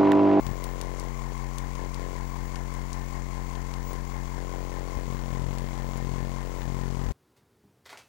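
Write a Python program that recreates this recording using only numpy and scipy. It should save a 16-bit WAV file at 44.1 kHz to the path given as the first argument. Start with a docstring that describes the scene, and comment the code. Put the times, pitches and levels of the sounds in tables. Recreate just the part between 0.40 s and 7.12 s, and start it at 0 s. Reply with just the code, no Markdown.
"""A model boat cruising on a pond, heard from the one microphone of its deck camera, on the left.
From the start the motor whines in the hull and throbs with each shaft turn, over water, brush hiss and
the camera's line-scan whistle. Motor current, chopped once per radio frame, buzzes in the camera's
supply; sparks crackle and the rudder servo adds bursts of pulses. Just after 1 s the throttle eases.
From about 4 s the servo strains through a long turn, while the whine goes on slowly sinking."""
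import sys
import numpy as np
from scipy import signal
from scipy.fft import rfft, irfft, next_fast_len
from scipy.io import wavfile
from scipy.ndimage import uniform_filter1d, map_coordinates

SR = 44100
rng = np.random.default_rng(int(sys.argv[2]) if len(sys.argv) > 2 else 0)


def waveform_to_disk(signal):
    """Save audio, clipped to [-1, 1], as 16-bit WAV at the path in sys.argv[1]."""
    frames = np.transpose(np.atleast_2d(signal))
    scaled = np.clip(frames, -1, 1) * 32767
    samples = np.round(scaled).astype(np.int16)
    wavfile.write(sys.argv[1], SR, samples)


N = 296440
T = np.arange(N) / SR
FRAME_HZ, FRAME_START, MOTOR_DELAY = 44.446, .104, .091  # radio frame rate; two offsets in frames
TOP_HZ = 15900  # the camera's band limit


def amp(db):
    """Decibels to gain."""
    return 10 ** (np.asarray(db) / 20)


def unit(x):
    """Scale to rms 1."""
    return x / np.sqrt(np.mean(x ** 2) + 1e-20)


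def wobble(rate):
    """A smooth random curve, rate knots a second."""
    return map_coordinates(rng.standard_normal(int(N * rate / SR) + 4), [T * rate])


def filtered(x, response):
    """Pass x through a complex response of frequency."""
    size = next_fast_len(N + SR // 2)
    return irfft(rfft(x, size) * response(np.fft.rfftfreq(size, 1 / SR)), size)[:N]


def noise(spectrum):
    """Noise of rms 1 shaped by rows of frequency_hz, level_db."""
    hz, db = np.transpose(spectrum)
    colour = lambda f: amp(np.interp(np.log(f + 1), np.log(hz + 1), db))
    return unit(filtered(rng.standard_normal(N), colour))


def resonance(f, hz, width):
    """Causal response of one mode."""
    return 1j * f * width / (hz * hz - f * f + 1j * f * width)


def cycle(turns, lag):
    """A swing that peaks once a turn, lag turns late."""
    return np.cos(2 * np.pi * (turns - lag))


def wash():
    """Water runs along the hull, wavering slightly in level."""
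    # water spectrum: frequency_hz, density_db
    spectrum = [(20, 13), (60, 6.5), (200, 1.5), (500, 2.5), (1300, -7), (2500, -17.5), (4000, -24)]
    return amp(-51.5 + .64 * wobble(11)) * noise(spectrum)


def whistle(level_db=-71, line_hz=15625, field_hz=50, blank_share=.12):
    """The camera's line-scan tone drops out once per field, flickers and flares now and then."""
    # flares of the whistle: centre_s, half_length_s, rise_db
    flares = [(.06, .2, 11), (3.48, .08, 10), (4.7, 0.34, 7)]
    flare_db = sum(rise_db * np.exp(-((T - s) / half) ** 2) for s, half, rise_db in flares)
    flicker_db = 3.5 * wobble(14)
    gate = uniform_filter1d(1. * (T * field_hz % 1 > blank_share), size=24)
    return amp(level_db + flare_db + flicker_db) * unit(gate * np.sin(2 * np.pi * line_hz * T))


def shaft_rub(shaft):
    """The shaft rubs once a turn and makes the drive sing faintly."""
    # narrow rings of the drive: pitch_hz, width_hz, level_db, swell_db, lag_turns
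    rings = [(1792, 200, -63.5, 4.5, 0.54), (4470, 70, -72, 0, 0.18), (6730, 200, -71, 3, 0.039),
             (11750, 60, -78.5, 0, .2)]
    out = np.zeros(N)
    for hz, width, db, swell_db, lag in rings:
        ring = unit(filtered(rng.standard_normal(N), lambda f: resonance(f, hz, width) ** 2))
        out += ring * amp(db + swell_db * cycle(shaft, lag))
    return out


def brush_hiss(frame, shaft, level_db=-55.5, dull_hz=14000):
    """The motor brushes hiss, finely grained, pulsing a little with the frame and the shaft."""
    # hiss spectrum: frequency_hz, density_db
    spectrum = [(1180, -68), (2000, -3), (2100, -1), (2410, -7), (2760, -11), (3630, -13), (4890, -11),
                (5230, -11), (6930, -7.5), (8430, -15.5), (10800, -20.5), (11800, -21), (13600, -32),
                (14700, -16), (15300, -19.5)]
    sizzle = filtered(noise(spectrum), lambda f: 1 / (1 + (f / dull_hz) ** 8))
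    pulse_db = 1.5 * cycle(frame, .51) + .83 * cycle(shaft, .19)
    return sizzle * amp(level_db + pulse_db + 1.97 * wobble(700))


def rattle(frame, shaft, level_db=-52):
    """Brushes and gears shake the hull, hardest under current."""
    # hull resonances: pitch_hz, width_hz, gain_db
    modes = [(530, 450, -12.5), (829, 142, -0.5), (1060, 97, 0), (1504, 530, -9.5), (2206, 800, -31)]
    pulse_db = 3 * cycle(frame, .29) + 1.9 * cycle(shaft, .33)
    shake = rng.standard_normal(N) * amp(pulse_db + wobble(300))
    hull = lambda f: sum((-1) ** k * amp(db) * resonance(f, hz, width)
                         for k, (hz, width, db) in enumerate(modes))
    return amp(level_db) * unit(filtered(shake, lambda f: hull(f) / (1 + (f / 2800) ** 4)))


def sparks(gain_db=1, tail_db=-22, tail_t60_s=.031):
    """Each spark is one spike with its own colour and a brief sizzle after it."""
    # loud sparks: start_s, relative_peak_db, centre_hz, width_octaves
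    snaps = [(0.0664, -28.5, 3000, 2.45), (0.2411, -24.5, 6270, 2), (.414, -22.5, 3600, 3),
             (.598, -26.5, 6300, 1.3), (1.184, -25, 4400, 2.4), (1.3535, -33.5, 4500, 1.5),
             (1.5448, -29.5, 3980, 2.3), (2.158, -27.5, 2480, 2.7), (2.34, -33, 6600, 1.3),
             (2.531, -27, 5800, 0.99), (3.154, -34.5, 2800, 1.7), (3.339, -30.5, 2800, 2.7),
             (3.533, -32.5, 7350, 1.3), (5.1847, -29, 3900, 2.4), (5.5743, -32, 5200, 1.9),
             (6.2187, -33.5, 2000, 1.6)]
    out, t = np.zeros(N + SR), np.arange(SR // 20) / SR
    for start_s, db, hz, octaves in snaps:
        burst = (t == 0) + rng.standard_normal(len(t)) * amp(tail_db - 60 * t / tail_t60_s)
        band = np.minimum(hz * 2 ** (np.array([-.5, .5]) * octaves), TOP_HZ)
        snap = signal.sosfilt(signal.butter(2, band, "band", fs=SR, output="sos"), burst)
        out[round(start_s * SR):][:len(t)] += amp(db + gain_db) * snap / np.abs(snap).max()
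    return out[:N]


def whine(frame, shaft, pitch_hz=1070, sink_hz_per_s=7, level_db=-48.5, fade_db_per_s=.36):
    """The commutator tone drops each frame and climbs back under current, scraping unevenly."""
    # commutator partials: harmonic_number, relative_db
    partials = [(1, -2.5), (2, -10.5), (3, -22), (6, -23)]
    # hull panels set ringing by the whine: pitch_hz, width_hz, over_direct_db
    panels = [(1029, 65, 2.5), (2110, 170, -0.5)]
    sag = uniform_filter1d(np.maximum(1 - (frame - MOTOR_DELAY) % 1 / .52, 0), size=220)
    depth = .19 * (1 + .542 * cycle(shaft, .58))  # deepest where the shaft binds
    speed = 1 + .037 * cycle(frame, .7) - depth * sag + .00897 * wobble(170)
    speed += .04025 * cycle(shaft, .0803) + .014 * cycle(shaft / 5, .82)  # a surge every fifth turn
    phase = 2 * np.pi * np.cumsum((pitch_hz - sink_hz_per_s * T) * speed) / SR
    tone = np.zeros(N)
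    for k, db in partials:
        ratio = k * 1.02 ** (k - 1)  # the overtones lie sharp
        tone += amp(db) * unit(np.sin(ratio * phase) * amp(2 * wobble(200)))
    tone *= amp(1.83 * cycle(shaft, .39) + 3 * cycle(frame, .39))
    hull = lambda f: 1 + sum(amp(db) * resonance(f, hz, width) for hz, width, db in panels)
    return amp(level_db - fade_db_per_s * T) * unit(filtered(tone, hull))


def servo_current(frame, height=1.202, trim_ms=1.026, rise_ms=.76):
    """The working servo draws a pulse a frame that builds up and is cut dead, longer under strain."""
    # spells of rudder trimming: start_s, end_s
    trims = [(.05, .68), (.91, .93), (1.38, 1.475), (1.58, 1.77), (3.49, 3.57), (3.97, 6.72)]
    # rudder strain through the long turn: time_s, added_pulse_ms
    strain = [(4.63, 0), (4.68, 2.5), (4.8, 1.03), (5.06, 4), (5.15, 2), (5.52, 1.5), (5.7, 3), (6.02, 1.4),
              (6.06, 0), (6.18, 0), (6.28, 3)]
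    # jerks of the rudder: start_s, end_s, pulse_ms
    jerks = [(.05, .12, 4.3), (4.555, 4.58, 7.5), (6.645, 6.72, 7.6)]
    index = frame.astype(int)
    frame_s = (np.arange(index[-1] + 1) - FRAME_START) / FRAME_HZ
    length_ms = trim_ms * sum((frame_s >= start) & (frame_s < end) for start, end in trims)
    length_ms += np.interp(frame_s, *np.transpose(strain))
    for start, end, jerk_ms in jerks:
        length_ms[(frame_s >= start) & (frame_s < end)] = jerk_ms
    length_ms *= np.exp(.1 * rng.standard_normal(len(frame_s)))
    age_ms = frame % 1 / FRAME_HZ * 1000
    return height * (1 - np.exp(-age_ms / rise_ms)) * (age_ms < length_ms[index])


def motor_current(frame, shaft, ease_s=(1.16, 1.23)):
    """The speed controller switches the motor on for the throttle's share of every frame."""
    duty = np.interp(T, ease_s, [.493, .423])
    load = 1 + .09 * cycle(shaft, .53)  # the shaft binds once a turn and draws more current
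    return load * ((frame - MOTOR_DELAY) % 1 < duty)


def kicks(current, gain_db, centre_hz, width_hz):
    """Whenever the current is cut, the winding kicks back with a crisp tick."""
    cuts = np.minimum(np.diff(current, prepend=current[0]), 0) * amp(1.5 * wobble(90))
    tick = lambda f: resonance(f, centre_hz, width_hz) / (1 + 1j * f / 5000)
    return amp(gain_db) * filtered(cuts, tick)


def buzz(current, soft_hz, edge, gain_db=-25.5, coupling_hz=53, damping=1.465):
    """The camera's input coupling turns each supply step into a sharp-edged thump with an undershoot."""
    coupling = lambda f: -f * f / (coupling_hz ** 2 - f * f + 1j * f * coupling_hz * damping)
    thump = lambda f: 1 / (1 + 1j * f / soft_hz) + edge / (1 + 1j * f / 2000)
    return amp(gain_db) * filtered(current, lambda f: coupling(f) * thump(f))


def scene(shaft_hz=5.32, slowing_hz_per_s=.084):
    """On deck, drive and buzz follow the radio frame and the shaft; only a trace reaches the right."""
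    frame = T * FRAME_HZ + FRAME_START  # frames elapsed
    shaft = np.cumsum(shaft_hz - slowing_hz_per_s * T) / SR  # turns elapsed
    motor, servo = motor_current(frame, shaft), servo_current(frame)
    ticks = kicks(motor, gain_db=-25.5, centre_hz=2730, width_hz=1300)
    ticks += kicks(servo, gain_db=-22, centre_hz=2500, width_hz=1860)
    supply = buzz(motor, soft_hz=314, edge=.012) + buzz(servo, soft_hz=800, edge=.08)
    electrics = supply + ticks + sparks() + whistle()
    drive = whine(frame, shaft) + rattle(frame, shaft) + shaft_rub(shaft) + brush_hiss(frame, shaft)
    mono = electrics + drive + wash()
    return np.array([2 * mono, amp(-53.5) * mono])


def record(dry):
    """The camera keeps nothing above its band limit."""
    return np.array([filtered(x, lambda f: f < TOP_HZ) for x in dry])


dry = scene()
out = record(dry)
waveform_to_disk(out)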